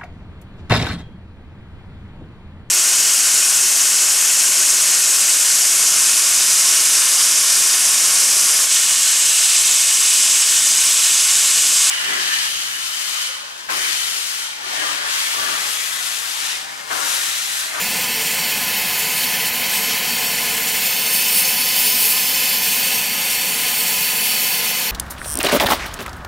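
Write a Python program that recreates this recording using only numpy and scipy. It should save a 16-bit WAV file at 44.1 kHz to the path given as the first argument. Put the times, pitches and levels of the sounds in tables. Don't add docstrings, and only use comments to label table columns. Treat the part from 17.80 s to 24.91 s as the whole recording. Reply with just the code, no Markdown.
import sys
import numpy as np
from scipy import signal
from scipy.fft import rfft, irfft
from scipy.io import wavfile
from scipy.ndimage import uniform_filter1d

SR = 44100
rng = np.random.default_rng(int(sys.argv[2]) if len(sys.argv) > 2 else 0)


def amplitude_ratio(level_db):
    exponent = np.asarray(level_db, float) / 20
    return 10 ** exponent


def generate_wav(sig):
    pcm = np.round(np.clip(np.atleast_2d(sig).T, -1, 1) * 32767).astype(np.int16)
    wavfile.write(sys.argv[1], SR, pcm)


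N = 313551


def evened(x):
    return x / np.sqrt(np.mean(x ** 2) + 1e-20)


def resonances(table, hz):
    return sum(amplitude_ratio(db) ** 2 / (1 + (2 * (hz - f) / width) ** 2) ** 2 for f, width, db in table)


def above(hz, edge_hz, soft):
    return .5 + .5 * np.tanh(np.log((hz + 1) / edge_hz) / soft)


def thirds(hz, low_hz, high_hz, soft):
    above_low, above_high = above(hz, low_hz, soft), above(hz, high_hz, soft)
    return 1 - above_low, np.maximum(above_low - above_high, 0), above_high


def drift(shape, frames, bins):
    field = rng.standard_normal(shape)
    for size, axis in ((frames, 0), (bins, 1)):
        size = max(round(size), 1)
        field = uniform_filter1d(field, size, axis)
        field = uniform_filter1d(field, size, axis)
    return evened(field)


# time in seconds, lower edge in Hz, upper edge in Hz, level in dB.
SIDE_FLECKS = [(0.059, 4140, 6340, -33), (0.059, 11700, 13180, -38), (0.827, 8180, 10400, -34),
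               (0.893, 12400, 13870, -31.6), (1.546, 5670, 6970, -38), (1.546, 7500, 9020, -35),
               (1.546, 12330, 14550, -30.8), (2.034, 6840, 9020, -36), (2.568, 13690, 15270, -35.0),
               (3.009, 11000, 12500, -37), (3.009, 13690, 15910, -32.6), (3.242, 8870, 10430, -33.4),
               (3.403, 5150, 6300, -35), (3.682, 12990, 14570, -27.8), (4.658, 14380, 15910, -31.7),
               (5.17, 10300, 11810, -33.6), (6.168, 8870, 10430, -33.6), (6.631, 8900, 10430, -33.5),
               (6.816, 4140, 5200, -37)]


def side_flecks():
    length, grid_start = 1024, 584
    out = np.zeros(N + 2 * length)
    n, line = np.arange(2 * length) + .5, np.arange(length) + .5
    line_hz = line * SR / (2 * length)
    fade = np.sin(np.pi / (2 * length) * n)
    waves = np.cos(np.pi / length * np.outer(n + length / 2, line)) * fade[:, None]
    for s, low_hz, high_hz, db in SIDE_FLECKS:
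        at = grid_start + length * (round((s * SR - grid_start) / length) - 1)
        band = rng.standard_normal(length) * (line_hz > low_hz) * (line_hz < high_hz)
        out[at:at + 2 * length] += amplitude_ratio(db) * np.sqrt(2) * evened(waves @ band) / 2
    return out[:N]


def workshop(x, ripple_db=2.0):
    hz, _, z = signal.stft(x, SR, nperseg=4096)
    ripple = amplitude_ratio(ripple_db * drift(z.T.shape, 8, 3) * above(hz, 2660, 0.31))
    ripple /= np.sqrt(uniform_filter1d(ripple ** 2, size=60, axis=1))
    return signal.istft(z * ripple.T, SR, nperseg=4096)[1][:N]


# time in seconds, pose (0 raised, 1 aside, 2 facing, 3 on the rod, 4 on the joint).
TORCH_POSE = [(0, .01), (.6, 0.18), (1.0, 1.2), (1.3, 1.26), (2.98, 0.3), (3.05, 2), (3.2, 2.3), (3.3, 2),
              (4.5, 2), (4.8, 2.1), (5.15, 2.85), (5.8, 3.35), (6.1, 3.7), (7.11, 3.9)]


def torch_pose(t):
    return np.interp(t, *np.transpose(TORCH_POSE))


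# burning, mixing zone, flame tip, jet, nozzle and lip fizz, all in dB.
POSE_DB = [
    (-32, -30.5, -27.5, -25, -27, -26),
    (-32, -30, -27.5, -25.5, -29, -24.5),
    (-33.5, -32, -26, -22.5, -25.5, -21),
    (-33.5, -32, -25.5, -24.5, -25.5, -23),
    (-33.5, -32, -27, -24, -26, -22.5),
]
# time in seconds, blast in dB.
BLAST = [(0, -.5), (.7, -0.2), (1.3, -0.9), (1.8, 0), (2.1, .5), (2.6, 0.1), (2.95, 0.9), (3.2, -1),
         (3.45, -0.5), (3.85, -0.4), (4.2, 1.4), (4.5, -0.1), (5.0, 0.2), (5.35, -0.4), (5.7, -0.8),
         (6.1, 0.1), (6.7, 0.3), (7.11, -0.9)]
# time in seconds, level in dB, length in seconds, brightness from -1 dull to 1 fizzy.
FLARES = [(.32, -0.5, 0.074, 0.18), (0.522, 1, .08, .2), (1.203, 2.5, .04, .2), (1.377, 1.8, .04, .2),
          (1.67, 2.5, .03, -.1), (1.71, -3, .04, -0.38), (1.85, -0.9, .14, -0.55), (1.962, 3.5, 0.066, -.2),
          (2.113, 2, .04, -.9), (2.2, -1.8, 0.22, 0.43), (2.77, 0.5, .05, .8), (3.01, 0, .04, .9),
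          (3.136, -1.5, 0.09, -0.086), (3.267, 2, 0.026, -0.27), (3.358, 2, 0.083, 0.87),
          (3.57, 4, 0.074, 0.57), (3.72, 1.5, .06, .6), (4.04, 1, .08, 1), (4.216, 2.5, .05, 0.35),
          (4.302, 2.5, 0.043, .6), (4.73, 0.5, .04, -.2), (4.79, -3, .03, -0.37), (4.84, 0.8, .04, -.3),
          (5.3, -2, .1, 0.21), (6.0, 2, 0.046, 0.53), (6.718, -1.5, .03, -.2), (6.815, -2, .04, 0.69),
          (6.932, -2.5, 0.063, 0.48), (7.098, -3.5, 0.066, 0.0022)]
# dB moved per dB of blast (gain control ducks the burning),
BLAST_SHARE = (-0.027, -0.34, .6, 0.71, 0.91, 1.6)
FLARE_SHARE = (0.043, .15, 0.35, 0.58, 1.5, 0.63)
BRIGHT_SHARE = (-0.23, -.1, -0.41, -0.81, 0.4, 0.72)


def flame_layers_db(t):
    pose = torch_pose(t)
    pose_db = np.array([np.interp(pose, range(len(c)), c) for c in np.transpose(POSE_DB)])
    blast_db = np.interp(t, *np.transpose(BLAST))
    s, db, length, bright = np.transpose(FLARES)[:, :, None]
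    bumps = db * np.exp(-(2 * (t - s) / length) ** 2 / 2)
    return (pose_db + np.outer(BLAST_SHARE, blast_db)
            + np.outer(FLARE_SHARE, bumps.sum(0))
            + np.outer(BRIGHT_SHARE, (bright * bumps).sum(0)))


# frequency in Hz, width in Hz, level in dB.
CABINET = [(76.6, 29, -18), (184.4, 74, -8.5), (242, 67, -9), (314, 53, -18), (354, 38, -19.9),
           (384, 26, -15), (450.7, 37, -6.5), (496, 31, -15.5), (531, 58, -9), (599, 25, -16),
           (635, 29, -13), (742, 127, -8.5), (790, 24, -13), (827, 43, -12.5), (880, 85, -7.5),
           (1017, 107, -6), (1154, 68, -19), (1254, 47, -9), (1307, 19, -13.5), (1370, 74, -22),
           (1432, 91, -12), (1482, 49, -12.5), (1520, 72, -13)]
# frequency in Hz, width in Hz, level in dB.
UPPER_CABINET = [(1648, 80, -11), (1695, 23, -10), (1705, 54, -5), (1768, 60, -2.5), (1820, 69, -8), (1930, 31, -13),
                 (1968, 86, -5), (2006, 38, -7.5), (2070, 190, -4), (2157, 63, -1), (2200, 20, -3.5),
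                 (2260, 74, -5.5), (2320, 83, -11.5), (2493, 190, -1), (2580, 88, -3.5), (2645, 71, 0),
                 (2726, 62, -1.5), (2790, 62, -6), (2850, 54, -4.5), (2850, 44, -12), (3008, 170, 1),
                 (3059, 31, -17), (3070, 43, -3), (3190, 77, -8.5), (3248, 66, -4), (3350, 19, -12), (3420, 158, -8)]


def roar():
    hz, t = np.fft.rfftfreq(N, 1 / SR), np.arange(N) / SR
    flame_wind = resonances([(125, 40, -19.5)], hz)
    power = resonances(CABINET, hz) + resonances(UPPER_CABINET, hz) + flame_wind
    power *= above(hz, 41, .5) ** 2
    power *= 1 - above(hz, 3460, 0.018)
    noise = rfft(rng.standard_normal(N)) * np.sqrt(power)
    coarse_t = t[::256]
    out = np.zeros(N)
    for db, zone in zip(flame_layers_db(coarse_t)[:3], thirds(hz, 1556, 2335, 0.036)):
        layer = evened(irfft(noise * np.sqrt(zone), N))
        out += amplitude_ratio(np.interp(t, coarse_t, db)) * layer
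    return out


def flapping(x, flap_db=0.45, from_hz=2200):
    hz, t, z = signal.stft(x, SR, nperseg=512)
    flap = flap_db * drift((len(t), 1), 4, 1).T
    z = z * amplitude_ratio(above(hz, from_hz, .2)[:, None] * flap)
    return signal.istft(z, SR, nperseg=512)[1][:N]


# frequency in Hz, width in Hz, level in dB. First the torch raised,
RAISED = [(3180, 250, 3), (3620, 410, -5.5), (4040, 170, -1), (4470, 400, -0.5), (4880, 130, -9),
          (5200, 390, -2.5), (5530, 160, -13), (5630, 240, -4), (5940, 220, -0.5), (6310, 180, -6),
          (7080, 620, -2), (7660, 340, -8), (7800, 150, -4), (8340, 530, -5), (8710, 160, -8),
          (8730, 760, -12), (9450, 750, -7), (9770, 140, -9.7), (10220, 480, -9), (10540, 440, -8),
          (11220, 760, -13), (11560, 350, -7), (11860, 240, -7.9), (12280, 430, -11.3), (12830, 970, -7.2),
          (13290, 110, -8.3), (13560, 960, -3.0), (14920, 1870, -8), (15260, 310, -10.8),
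          (15650, 200, -4.1)]
ASIDE = [(3120, 100, 3), (3180, 270, 1), (3620, 370, -8), (3770, 170, -11), (4030, 200, -3.4),
         (4470, 380, -1.5), (4840, 100, -8), (5310, 680, -5.5), (5690, 190, -9), (6070, 400, -8.5),
         (6340, 170, -9), (7000, 740, -5.5), (7800, 220, -5), (7970, 150, -6), (8560, 680, -3.5),
         (9250, 130, -9.1), (9400, 950, -5), (10430, 970, -5.5), (11340, 480, -7), (11600, 370, -1.5),
         (11940, 170, -8.9), (12500, 1360, -8), (12500, 150, -5.5), (12960, 240, -9), (13400, 990, -2.5),
         (14230, 750, -7), (14670, 130, -11.1), (14960, 950, -10.8), (15310, 380, -7.5), (15800, 220, -1)]
FACING = [(3120, 70, -6.2), (3350, 600, -7.5), (3625, 210, -6), (4040, 370, -7.5), (4500, 410, -1.5),
          (5070, 420, -4.5), (5340, 240, -3.0), (5670, 210, -6), (6100, 390, -10.5), (6340, 114, 0.3),
          (6770, 610, -10), (7290, 260, -3.5), (7500, 750, -11), (8040, 170, -4), (8640, 640, -5),
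          (9430, 270, -1), (9580, 550, -2), (10260, 590, -6.5), (10670, 260, -8), (11020, 170, -4),
          (11130, 310, -7.5), (11770, 320, -4), (12100, 470, -14), (12560, 610, -1.0), (13300, 800, -4),
          (14000, 650, -5), (14300, 330, -6), (14600, 600, -3.6), (15200, 480, -4), (15680, 110, -9)]
ON_ROD = [(3000, 760, -3), (3630, 320, -3), (4040, 280, -6), (4500, 410, 1.5), (4840, 140, -4),
          (5340, 250, -3.5), (5660, 330, -2), (5940, 250, -6), (6400, 570, -4), (7200, 620, -5),
          (7030, 140, -9), (7660, 230, -8.8), (7880, 220, -9.5), (8330, 470, -3.5), (8600, 480, -2),
          (8900, 160, -8.5), (9150, 150, -9.2), (9600, 460, -7.5), (10340, 770, -4.5), (11000, 180, -9),
          (11600, 1350, -4.5), (11960, 220, -12), (12200, 190, -6.9), (12430, 240, -8.5), (12860, 1090, -4),
          (13560, 590, -6), (14300, 920, -4), (14960, 540, -6.9), (15320, 260, -13), (15520, 590, -6.2)]
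ON_JOINT = [(3040, 300, -7), (3420, 240, -4), (3600, 180, -7), (3990, 240, -3), (4460, 260, 2.5),
            (5120, 550, -7), (5250, 150, -3), (5450, 90, -11), (5650, 240, -5), (6030, 180, -7),
            (6260, 130, -8), (6540, 520, -7.5), (7270, 620, -4.5), (7820, 340, -11), (8330, 380, -7.5),
            (8530, 540, -6), (9430, 580, -2.5), (10350, 340, -9), (10340, 240, -5), (10810, 200, -8),
            (11220, 90, -6.1), (11600, 2000, -5.5), (12940, 580, -3.6), (13070, 150, -7.4),
            (13400, 420, -7), (13930, 720, -6), (14290, 110, -8.2), (14560, 820, -7), (15010, 300, -4),
            (15920, 1240, -8)]


def hiss(patchy_db=1.6, flicker_db=0.38, gust_db=0.33):
    size, hop = 1024, 256
    frames, hz = N // hop + 5, np.fft.rfftfreq(size, 1 / SR)
    t = np.arange(frames) * hop / SR
    pose = torch_pose(t)[:, None]
    colour_db = 0
    for k, echoes in enumerate((RAISED, ASIDE, FACING, ON_ROD, ON_JOINT)):
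        nearness = np.clip(1 - abs(pose - k), 0, 1)
        colour_db = colour_db + nearness * 10 * np.log10(resonances(echoes, hz))
    colour_db += patchy_db * drift(colour_db.shape, 20.5, 8) * above(hz, 5500, 0.23)
    colour = amplitude_ratio(colour_db) ** 2 * above(hz, 3350, 0.047) * (hz < 15970)
    power = np.zeros(colour.shape)
    for db, zone in zip(flame_layers_db(t)[3:], thirds(hz, 7540, 10720, 0.048)):
        layer = colour * zone
        power += amplitude_ratio(db)[:, None] ** 2 * layer / layer.sum(1)[:, None]
    flutter_db = flicker_db * drift((frames, 1), 2, 1) + gust_db * drift(power.shape, 5, 47)
    z = rng.standard_normal((frames, len(hz), 2)) @ [1, 1j]
    z *= np.sqrt(power) * amplitude_ratio(flutter_db)
    out = signal.istft(z.T, nperseg=size, noverlap=size - hop)[1][:N]
    return evened(out) * np.sqrt(np.mean(power.sum(1)))


def scene():
    torch = flapping(workshop(roar() + hiss()))
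    return np.tile(torch, (2, 1))


def low_pass(x):
    return signal.sosfilt(signal.butter(12, 15770, fs=SR, output="sos"), x)


def record(dry):
    mix = dry + side_flecks() * [[1], [-1]]
    return low_pass(mix)


dry = scene()
out = record(dry)
generate_wav(out)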